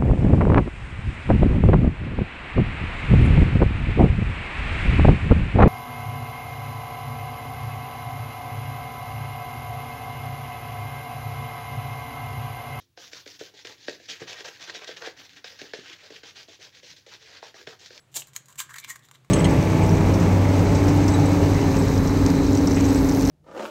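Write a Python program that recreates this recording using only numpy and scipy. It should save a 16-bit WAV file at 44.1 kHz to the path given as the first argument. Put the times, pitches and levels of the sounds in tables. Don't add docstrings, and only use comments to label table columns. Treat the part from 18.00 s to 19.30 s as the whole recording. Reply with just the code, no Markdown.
import sys
import numpy as np
from scipy import signal
from scipy.fft import rfft, irfft, next_fast_len
from scipy.io import wavfile

SR = 44100
rng = np.random.default_rng(int(sys.argv[2]) if len(sys.argv) > 2 else 0)


def master(y):
    cut = np.clip(np.atleast_2d(y).T, -1, 1)
    pcm = np.round(cut * 32767)
    wavfile.write(sys.argv[1], SR, pcm.astype(np.int16))


N = 57330
T = np.arange(N) / SR
FFT_SIZE = 2 * next_fast_len((N + SR // 2) // 2)
HZ = np.fft.rfftfreq(FFT_SIZE, 1 / SR)


def amp(db):
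    return 10 ** (np.asarray(db) / 20)


def unit_rms(x):
    return x / np.sqrt(np.mean(np.abs(x) ** 2) + 1e-20)


def curve(points, hz):
    point_hz, values = np.transpose(points)
    return np.interp(np.log(hz + 1), np.log(point_hz + 1), values)


def fade(t, t60):
    return np.exp(-np.log(1000) * np.maximum(t, 0) / t60)


def swell(peak_s, db, rise_s, t60):
    rise = np.clip(1 + (T - peak_s) / rise_s, 0, 1) ** 2
    return amp(db) * rise * fade(T - peak_s, t60)


def filtered(x, response):
    return irfft(rfft(x, FFT_SIZE) * response, FFT_SIZE)[:N]


def minimum_phase(db):
    cepstrum = irfft(np.log(amp(db)), FFT_SIZE)
    cepstrum[1:FFT_SIZE // 2] *= 2
    cepstrum[FFT_SIZE // 2 + 1:] = 0
    return np.exp(rfft(cepstrum))


def resonance(hz, q):
    damping = 1j * HZ * hz / q
    return unit_rms(damping / (hz ** 2 - HZ ** 2 + damping))


def clicks(per_s=6500, spread_db=2.5):
    hits = rng.random(N) < per_s / SR
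    sizes = amp(spread_db * np.clip(rng.standard_normal(N), -2, 2))
    return unit_rms(hits * sizes * rng.choice([-1, 1], N))


# (frequency [Hz], relative level [dB])
HISS_SPECTRUM = [(25, -24), (70, -5.5), (160, -7), (350, -9.5), (700, -12.5), (1300, -15.5), (2100, -17.5),
                 (3800, -20.5), (5200, -27.5), (7300, -24.5), (10000, -32), (15500, -35.5)]


def room_tone(hum_hz=127.6, hum_db=-62, hiss_db=-65.5):
    hum = filtered(rng.standard_normal(FFT_SIZE), resonance(hum_hz, q=3.76) ** 2)
    hiss = filtered(rng.standard_normal(FFT_SIZE), amp(curve(HISS_SPECTRUM, HZ)))
    return amp(hum_db) * unit_rms(hum) + amp(hiss_db) * unit_rms(hiss)


# (frequency [Hz], t60 [s])
ROOM_DECAY = [(200, 0.12), (1500, 0.37), (7000, 0.22), (15000, 0.13)]


def kitchen_reflections(sound, room_db=-13, counter_db=-8, counter_t60=0.038):
    hz, t, noise = signal.stft(rng.standard_normal(SR // 2), SR, nperseg=256)
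    decay = fade(t, curve(ROOM_DECAY, hz)[:, None])
    tail = signal.istft(noise * decay, SR, nperseg=256)[1]
    near = rng.standard_normal(len(tail)) * fade(T[:len(tail)], counter_t60)
    echoes = amp(room_db) * tail / np.linalg.norm(tail) + amp(counter_db) * near / np.linalg.norm(near)
    echoes = np.pad(echoes, (SR // 1000, 0))
    return filtered(sound, rfft(echoes, FFT_SIZE))


# (frequency [Hz], starting level [dB], t60 [s])
AFTERRING_MODES = [(7880, -59.5, 0.13), (9710, -68, 0.13)]


def bowl_afterring():
    return sum(amp(db) * fade(T, t60) * np.sin(2 * np.pi * hz * T) for hz, db, t60 in AFTERRING_MODES)


# (frequency [Hz], energy gain [dB], t60 [s])
BOWL_MODES = [(1072, -27, 0.072), (1603, -32, 0.19), (1959, -30.5, 0.14), (2190, -32, 0.063),
              (4040, -25.5, 0.084), (6230, -22.5, 0.04), (6360, -42, 0.069), (7390, -29, 0.07)]


def bowl_ring(sound):
    ring = np.zeros(N)
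    for hz, db, t60 in BOWL_MODES:
        mode = np.sin(2 * np.pi * hz * T) * fade(T, t60)
        ring += amp(db) * mode / np.linalg.norm(mode)
    return filtered(sound, rfft(ring, FFT_SIZE))


# (time [s], pitch [Hz], level [dB])
WET_GAP = [(0.679, 1460, -60), (.705, 1635, -55.5), (.745, 1910, -57), (.765, 1930, -45.5),
           (.81, 2180, -65), (0.844, 2270, -48.5), (0.876, 2200, -64), (0.906, 1998, -39),
           (0.939, 1930, -63.5), (1.025, 1810, -68.5), (1.07, 1880, -74)]


def squelch(width_hz=260):
    times, hz, db = np.transpose(WET_GAP)
    carrier = np.exp(2j * np.pi * np.cumsum(np.interp(T, times, hz)) / SR)
    low_pass = signal.butter(2, width_hz / 2, fs=SR, output="sos")
    ring = np.real(carrier * signal.sosfilt(low_pass, clicks() / carrier))
    opening = (T > times[0]) & (T < times[-1])
    return unit_rms(ring) * amp(np.interp(T, times, db)) * opening


def bubble(start_s=0.2205, db=-32, hz=2814, rise_hz_per_s=51000, t60=0.02):
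    age = np.maximum(T - start_s, 0)
    cycles = hz * age + rise_hz_per_s * age ** 2 / 2
    return amp(db) * fade(age, t60) * np.sin(2 * np.pi * cycles)


# (frequency [Hz], relative level [dB])
CRUSH_SPECTRUM = [(80, -38), (180, -5), (300, -1), (450, -1), (600, 0), (820, 5.5), (1150, -16),
                  (2500, -44)]


def crush():
    body = unit_rms(filtered(clicks(), minimum_phase(curve(CRUSH_SPECTRUM, HZ))))
    return body * swell(peak_s=0.169, db=-47.5, rise_s=0.034, t60=0.2)


# (frequency [Hz], relative level [dB])
SHELL_SPECTRUM = [(100, -21.5), (450, -18), (700, -13.5), (1000, -12), (2000, -7.5), (3200, -1.5),
                  (4200, -0.5), (5300, -5), (6300, 2), (7100, 8), (7800, 6.5), (8800, -2.5), (11000, -7),
                  (13500, -2), (16000, -10.5)]


def through_egg(force, treble_db, hollow_hz, hollow_db, air_db, hollow_q):
    treble_shelf = amp(treble_db * HZ ** 2 / (3100 ** 2 + HZ ** 2))
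    shell = unit_rms(amp(curve(SHELL_SPECTRUM, HZ))) * treble_shelf
    low_cut = 1 / (1 + (865 / (HZ + 1)) ** 8)
    hollow = amp(hollow_db) * np.abs(resonance(hollow_hz, hollow_q)) * low_cut
    bowl_air = amp(air_db) * unit_rms(np.abs(resonance(hz=1125, q=3.5)) * low_cut)
    power = shell ** 2 + hollow ** 2 + bowl_air ** 2
    return filtered(force, minimum_phase(10 * np.log10(power)))


# (peak time [s], force level [dB], rise [s], t60 [s], fracture rate [1/s],
# treble [dB], hollow pitch [Hz], hollow gain [dB], bowl air gain [dB])
SHELL_CRUNCHES = [(0.124, -58, 0.015, 0.099, 1100, -1.5, 3000, -15, -16),
                  (0.169, -27.5, 0.034, 0.074, 6750, 1.5, 3300, -20, -48),
                  (.283, -60, 0.024, .1, 2250, 2.5, 1600, -9.5, -2.5),
                  (0.36, -44.5, 0.024, 0.1, 5300, -2, 2000, -31, -9.5),
                  (.503, -57.5, 0.046, 0.2, 1320, 0.5, 1600, -6, -4),
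                  (0.593, -33.5, 0.021, 0.093, 16800, 3, 2420, -5.5, -13),
                  (0.605, -35.5, 0.018, 0.099, 10000, 3.5, 1690, -3, -9),
                  (.708, -49, 0.027, 0.1, 2650, -0.5, 1350, 1.5, -4),
                  (.739, -49.5, 0.012, 0.06, 4100, 1.5, 1500, -2, -7),
                  (0.773, -51, 0.03, 0.034, 1500, -3, 1220, -9, -5.5),
                  (0.786, -49, 0.016, 0.031, 1900, -1.5, 3880, 5, -21),
                  (0.8, -50, 0.011, 0.048, 1700, 6.5, 2220, -11, -10),
                  (.842, -52.5, 0.037, 0.12, 2000, -16, 3500, 2, -19),
                  (0.902, -39, 0.041, .12, 5000, 1, 2150, -8, -9),
                  (1.055, -61.5, 0.057, 0.089, 780, 1, 3520, 1.5, -14),
                  (1.145, -58, 0.027, 0.15, 1800, -6, 3650, -4.5, -7)]


def crunches():
    return sum(through_egg(clicks(per_s) * swell(peak_s, db, rise_s, t60), *colour, hollow_q=8)
               for peak_s, db, rise_s, t60, per_s, *colour in SHELL_CRUNCHES)


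# (time [s], force level [dB], time for the crumbling to fall 30 dB [s],
# treble [dB], hollow pitch [Hz], hollow gain [dB], bowl air gain [dB])
SHELL_SNAPS = [(0.1427, -18, 0.019, -5, 3100, -9.5, -38), (0.1617, -16, 0.0075, -3, 2960, -23, -10),
               (.1650, -13.5, 0.005, 7, 3870, -9, -22), (0.1722, -25, .005, 15, 3000, -25, -23),
               (0.193, -22.5, .02, 9.5, 3550, -14, -23), (0.1983, -20.5, 0.013, 7, 2980, -17, -20),
               (0.2056, -19, 0.039, 6.5, 3020, -20, -39), (0.2225, -23.5, .01, -8, 3120, 2.5, -31),
               (0.2713, -30.5, .01, 3.5, 2040, -13, -25), (0.3342, -22.5, 0.039, -7.5, 2040, -13.5, -28),
               (0.3624, -17, 0.0052, 3.5, 4500, -2, -32), (0.3636, -8.5, 0.0031, 0, 1780, -12.5, -5.5),
               (.4580, -36, .02, 6, 2000, -30, -10), (.4850, -35, 0.068, 8.5, 1630, -5, -0.5),
               (.5262, -27.5, 0.014, -5, 3020, -12, -11), (.5570, -29, 0.014, 0, 2000, -13, -8),
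               (0.6025, -6, .002, -3, 2940, 3, -4.5), (0.694, -32, 0.013, -5, 1750, 6, 1.5),
               (0.7421, -19, 0.0094, -4.5, 1930, 1.5, -15), (0.7585, -27, .012, 5.5, 1950, 2, 3.5),
               (.7622, -24, 0.016, 5, 2050, 4.5, -0.5), (0.7846, -15.5, 0.018, 1, 2060, -2.5, -31),
               (0.8004, -33, 0.005, 12, 2200, -15, -21), (0.8408, -29.5, 0.03, -17, 3570, 8, -23),
               (0.8463, -19.5, .005, -5, 2500, 8.5, -22), (0.8789, -29.5, 0.034, -6, 2150, -10, 1),
               (0.903, -18.5, 0.012, 5, 1990, -28, -36), (0.9568, -28, 0.012, 3, 1770, -14, -3),
               (.9596, -24, 0.016, 2.5, 1810, -1, -1.5), (.9930, -33.5, 0.016, 0, 1940, -25, -12),
               (1.0870, -37, 0.014, -0.5, 3620, 2, 4.5), (1.1130, -28.5, .008, 1.5, 2020, -1, -0.5),
               (1.1495, -37, 0.017, -0.5, 2060, 3, -25), (1.1555, -30, .008, -13, 3660, -2.5, -11),
               (1.2474, -36, 0.015, -8, 2020, -5, -4.5)]


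def snaps(crumble_db=1.5):
    sound = np.zeros(N)
    for start_s, db, crumble_s, *colour in SHELL_SNAPS:
        start = round(start_s * SR)
        force = clicks() * (np.arange(N) > start) * fade(T - start_s, 2 * crumble_s)
        force *= amp(crumble_db) / (np.linalg.norm(force) + 1e-12)
        force[start] = 1
        sound += through_egg(amp(db) * force / np.linalg.norm(force), *colour, hollow_q=3.5)
    return sound


def scene():
    egg = snaps() + crunches() + crush() + bubble() + squelch()
    return (egg + bowl_ring(egg) + kitchen_reflections(egg) + bowl_afterring() + room_tone())[None]


def record(dry):
    band_limit = 1 / (1 + (HZ / 15800) ** 400)
    return np.array([filtered(channel, band_limit) for channel in dry])


dry = scene()
out = record(dry)
master(out)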